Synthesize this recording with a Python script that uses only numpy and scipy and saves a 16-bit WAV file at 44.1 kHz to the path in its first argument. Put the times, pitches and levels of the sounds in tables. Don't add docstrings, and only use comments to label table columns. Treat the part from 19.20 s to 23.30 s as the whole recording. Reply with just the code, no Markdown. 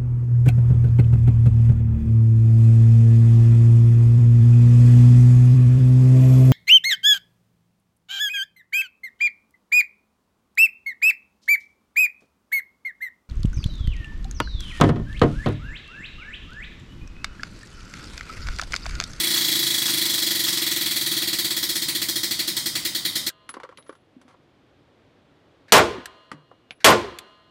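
import sys
import numpy as np
from scipy import signal
from scipy.fft import rfft, irfft
from scipy.io import wavfile

SR = 44100
rng = np.random.default_rng(int(sys.argv[2]) if len(sys.argv) > 2 else 0)


def dump_mix(stems):
    frames = np.atleast_2d(stems).T
    limited = np.clip(frames, -1, 1)
    pcm = np.round(limited * 32767).astype(np.int16)
    wavfile.write(sys.argv[1], SR, pcm)


def decibels_to_gain(level_db):
    exponent = np.asarray(level_db, float) / 20
    return 10 ** exponent


N = 180610
LEAD = SR // 2


def unit(x):
    return x / np.sqrt(np.sum(x ** 2, axis=-1, keepdims=True))


def colour(x, points):
    hz, db = np.transpose(points)
    grid_hz = np.arange(1, 514) * SR / 1024
    log_gain = np.interp(np.log(grid_hz), np.log(hz), db) * np.log(10) / 20
    cepstrum = irfft(log_gain)
    cepstrum[1:512] *= 2
    cepstrum[513:] = 0
    impulse = irfft(np.exp(rfft(cepstrum)))
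    return signal.fftconvolve(x, np.atleast_2d(impulse), axes=-1)[:, :x.shape[-1]]


def fade(t, t60_s):
    return np.exp(-np.log(1000) * t / t60_s)


def rings(modes, t):
    hz, level_db, t60_s = np.transpose(modes)[:, :, None]
    return decibels_to_gain(level_db) * unit(fade(t, t60_s) * np.sin(2 * np.pi * hz * t))


def place(times_s, sounds):
    track = np.zeros(LEAD + N + sounds.shape[1])
    for start_s, sound in zip(times_s, sounds):
        i = LEAD + int(start_s * SR)
        track[i:i + len(sound)] += sound
    return track[:LEAD + N]


def chatter(count, t, bounce_s, bounce_db):
    noise = np.diff(rng.standard_normal((count, len(t) + 1)))
    rattle = noise * np.exp(-t / bounce_s)
    return (t == 0) + decibels_to_gain(bounce_db) * unit(rattle)


# snap_db, thump_db
PEGS = [(-0.5, -1.1), (-0.3, -0.5), (-1.1, -2.5), (0, -1.2), (-0.7, -0.6), (-0.5, 0.1), (-0.94, 1),
        (-.5, -1), (-0.2, 1), (0.1, 0.2), (-0.5, 0), (-0.65, -0.6), (-0.4, -3), (-0.5, -0.6)]


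def peg_times(start_pegs_s=29.1772, friction_pegs_s2=4.5394, drag_per_s=.0361,
              lopsided_pegs_s2=2.8794, lopsided_peg=4.4611, steps=8):
    times_s, s, speed, bit = [], 0., start_pegs_s, 0
    while s < N / SR:
        if bit % steps == 0:
            times_s.append(s)
        tilt = np.sin(2 * np.pi * ((bit + .5) / steps - lopsided_peg) / len(PEGS))
        brake = friction_pegs_s2 + drag_per_s * speed + lopsided_pegs_s2 * tilt
        slower = np.sqrt(speed ** 2 - 2 * brake / steps)
        s += 2 / steps / (speed + slower)
        speed = slower
        bit += 1
    return np.array(times_s)


def peg_passes(earlier_gap_s=.034):
    ahead, before = peg_times(), -np.arange(1, len(PEGS))
    s = np.concatenate([ahead, before * earlier_gap_s])
    order = np.concatenate([np.arange(len(ahead)), before]) % len(PEGS)
    snap_db, thump_db = np.array(PEGS)[order].T
    return s, snap_db, thump_db


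SNAP_DB = -21
# pitch_hz, level_db, t60_s
DISC_MODES = [(1900, -16, .03), (2030, -12, .04), (3090, -8, .05), (3245, -6, .1), (3340, -1, .02),
              (3400, -1, .07), (3685, -6, .1), (3925, 0, .16), (4200, -2, .07), (4290, -4, .05),
              (4520, -4, .06), (4750, -6, .02), (5205, -14, .04), (5465, -10, .06), (8320, -12, .03),
              (12500, -13, .02)]
# freq_hz, density_db_per_hz
SNAP_COLOUR = [(300, -40.5), (480, -27.5), (560, -27), (650, -19.5), (780, -28), (1000, -16.5),
               (1250, -18.5), (1650, -16), (2000, -4.5), (2750, -16), (3200, -10.5), (4700, -4),
               (5100, -7.5), (6300, -11), (9800, -11), (10600, -14.5), (13000, -11.5)]
# pitch_hz, drift_db_per_s
SLOWING_DRIFT = [(2030, -1), (3245, 1.5), (3340, -2), (3685, 2), (3925, -1), (4200, 0.6), (4290, -4.5),
                 (4750, 2.5), (5205, 0.5)]


def flapper_ticks(ring_db=-5, scatter_db=0.5, bounce_s=.0015, bounce_db=-7.5, same_aim=1.63, sides=3,
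                  uneven_db=0.12, snap_db_per_s=-0.13, slip_s=-.0003):
    s, snap_db, _ = peg_passes()
    t = np.arange(8192) / SR
    snap = unit(colour(chatter(len(s), t, bounce_s, bounce_db), SNAP_COLOUR))
    drift_db = np.interp(np.transpose(DISC_MODES)[0], *np.transpose(SLOWING_DRIFT))
    luck = rng.standard_normal((len(s), 2, len(DISC_MODES)))
    stir = np.sign(luck[:, 0]) * decibels_to_gain(scatter_db * luck[:, 1] + s[:, None] * drift_db)
    ring = unit(stir @ rings(DISC_MODES, t))
    aim = unit(same_aim + rng.standard_normal((len(s), sides)))
    tick_db = SNAP_DB + snap_db_per_s * s + snap_db + uneven_db * luck[:, 0, 0]
    ticks = decibels_to_gain(tick_db)[:, None] * (snap + decibels_to_gain(ring_db) * ring)
    heard_s = s + slip_s
    aimed = [place(heard_s, share[:, None] * ticks) for share in aim.T]
    return place(heard_s, ticks), aimed, luck[:, 0, 1]


# pitch_hz, level_db, t60_s, sign
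STAND_MODES = [(134, -11, .25, 1), (178, -11, .2, 1), (231, -11.5, .19, 1), (307, -9, .5, -1),
               (325, 0, .14, -1), (351, -2.5, .22, 1), (392, -16, .1, -1)]


def stand_thumps(luck, start_db=-48.5, thump_db_per_s=-0.3, uneven_db=0.95):
    s, _, thump_db = peg_passes()
    t = np.arange(8192) / SR
    modes = np.array(STAND_MODES)
    thump = unit(modes[:, -1] @ rings(modes[:, :-1], t))
    level_db = start_db + thump_db_per_s * s + thump_db + uneven_db * luck
    return place(s, decibels_to_gain(level_db)[:, None] * thump)


# freq_hz, gain_db
DIRECT_COLOUR = [(400, -12), (1000, -6), (2000, -20), (4000, -19), (7000, -13), (12000, -12)]


def direct_path(ticks):
    return colour(ticks[None], DIRECT_COLOUR)[0]


# freq_hz, gain_db
COUNTER_COLOUR = [(1200, -30), (2000, -22), (2700, -17), (3400, -9), (4600, -8), (6000, -16), (12000, -20)]


def counter_bounce(ticks, late_s=0.0025):
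    return np.roll(colour(ticks[None], COUNTER_COLOUR)[0], int(late_s * SR))


# late_s, pitch_hz, under_tick_db, drift_db_per_s, t60_s
PEG_PINGS = [
    (.0045, 3400, -2, -1.5, .014),
    (.003, 4300, -12, 2.2, .014),
    (.0138, 4300, -13, 2.2, .014),
]


def peg_pings(scatter_db=-0.5):
    s, t, track = peg_times(), np.arange(2048) / SR, 0
    chance = rng.standard_normal((len(s), len(PEG_PINGS)))
    for (late_s, hz, under_db, db_per_s, t60_s), luck in zip(PEG_PINGS, chance.T):
        ping = unit(t * fade(t, t60_s) * np.sin(2 * np.pi * hz * t))
        level_db = SNAP_DB + under_db + db_per_s * s + scatter_db * luck
        track = track + place(s + late_s, decibels_to_gain(level_db)[:, None] * ping)
    return track


# late_s, level_db
ECHOES = [
    (.0065, -6),
    (0.0125, 9),
    (0.023, 4),
]
# centre_hz, t60_s
TAIL_OCTAVES = [(500, 0.83), (1000, 1), (2000, 0.53), (4000, 1), (8000, 0.81), (14000, 0.23)]


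def kitchen(echo_db=-12, spread_s=0.00087, rise_s=0.00057, early_t60_s=0.28, early_db=4.0):
    t = np.arange(SR) / SR
    noise = rng.standard_normal((len(TAIL_OCTAVES) + 2, SR))
    tail = 0
    for row, (hz, t60_s) in zip(noise, TAIL_OCTAVES):
        edges_hz = [hz / np.sqrt(2), min(hz * np.sqrt(2), .45 * SR)]
        band = signal.butter(2, edges_hz, "band", fs=SR, output="sos")
        tail = tail + signal.sosfilt(band, row) * fade(t, t60_s)
    rise = 1 - np.exp(-t / rise_s)
    early = noise[-1] * fade(t, early_t60_s) * rise
    field = unit(tail * rise) + decibels_to_gain(early_db) * unit(early)
    for late_s, level_db in ECHOES:
        puff = (t >= late_s) * np.exp(-np.abs(t - late_s) / spread_s)
        field = field + decibels_to_gain(echo_db + level_db) * unit(puff * noise[-2])
    return field


# freq_hz, density_db_per_hz
HUM_COLOUR = [(25, -42), (45, -5), (70, -9), (128, 0), (180, -3), (260, -4), (400, -13), (700, -18),
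              (1500, -17.5), (4000, -98)]


def fridge(hum_db=-46.5, hiss_db=-60):
    hz, db = np.transpose(HUM_COLOUR)
    grid_hz = np.arange(1, N // 2 + 2) * SR / N
    shape = decibels_to_gain(np.interp(np.log(grid_hz), np.log(hz), db))
    hum = irfft(shape * rfft(rng.standard_normal(N)), N)
    return unit(hum) * np.sqrt(N) * decibels_to_gain(hum_db) + decibels_to_gain(hiss_db) * rng.standard_normal(N)


# start_s, level_db
AXLE_KNOCKS = [
    (0.159, -22),
    (0.68, -23),
    (1.267, -23.5),
    (1.935, -29.5),
]
# freq_hz, density_db_per_hz
KNOCK_COLOUR = [(600, -31.5), (1300, -11.5), (2000, -12), (4000, -6), (7000, -11), (10000, -26),
                (15000, -13.5)]


def axle_knocks(bounce_s=0.0012, bounce_db=-6):
    start_s, level_db = np.transpose(AXLE_KNOCKS)
    t = np.arange(2048) / SR
    blows = unit(colour(chatter(len(start_s), t, bounce_s, bounce_db), KNOCK_COLOUR))
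    return place(start_s, decibels_to_gain(level_db)[:, None] * blows)


def scene(wheel_db=24, thump_gain_db=44):
    ticks, aimed, luck = flapper_ticks()
    thumps = stand_thumps(luck)
    aimed[0] = aimed[0] + axle_knocks()
    heard = sum(signal.fftconvolve(track, kitchen())[:LEAD + N] for track in aimed)
    heard = heard + direct_path(ticks) + counter_bounce(ticks)
    hum = fridge()
    heard = heard + peg_pings()
    return (decibels_to_gain(wheel_db) * heard[LEAD:] + decibels_to_gain(thump_gain_db) * thumps[LEAD:] + hum)[None]


def low_pass(x):
    return signal.sosfilt(signal.butter(12, 16840, fs=SR, output="sos"), x)


def record(dry, bass_hz=60, top_hz=15650, dip_hz=4785, dip_width_hz=57, dip_share=0.47):
    thin = signal.sosfilt(signal.butter(2, bass_hz, "high", fs=SR, output="sos"), dry)
    peak = signal.iirpeak(dip_hz, dip_hz / dip_width_hz, fs=SR)
    thin = thin - dip_share * signal.lfilter(*peak, thin)
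    cut = signal.sosfilt(signal.ellip(8, .2, 60, top_hz, fs=SR, output="sos"), thin)
    return low_pass(cut)


dry = scene()
out = record(dry)
dump_mix(out)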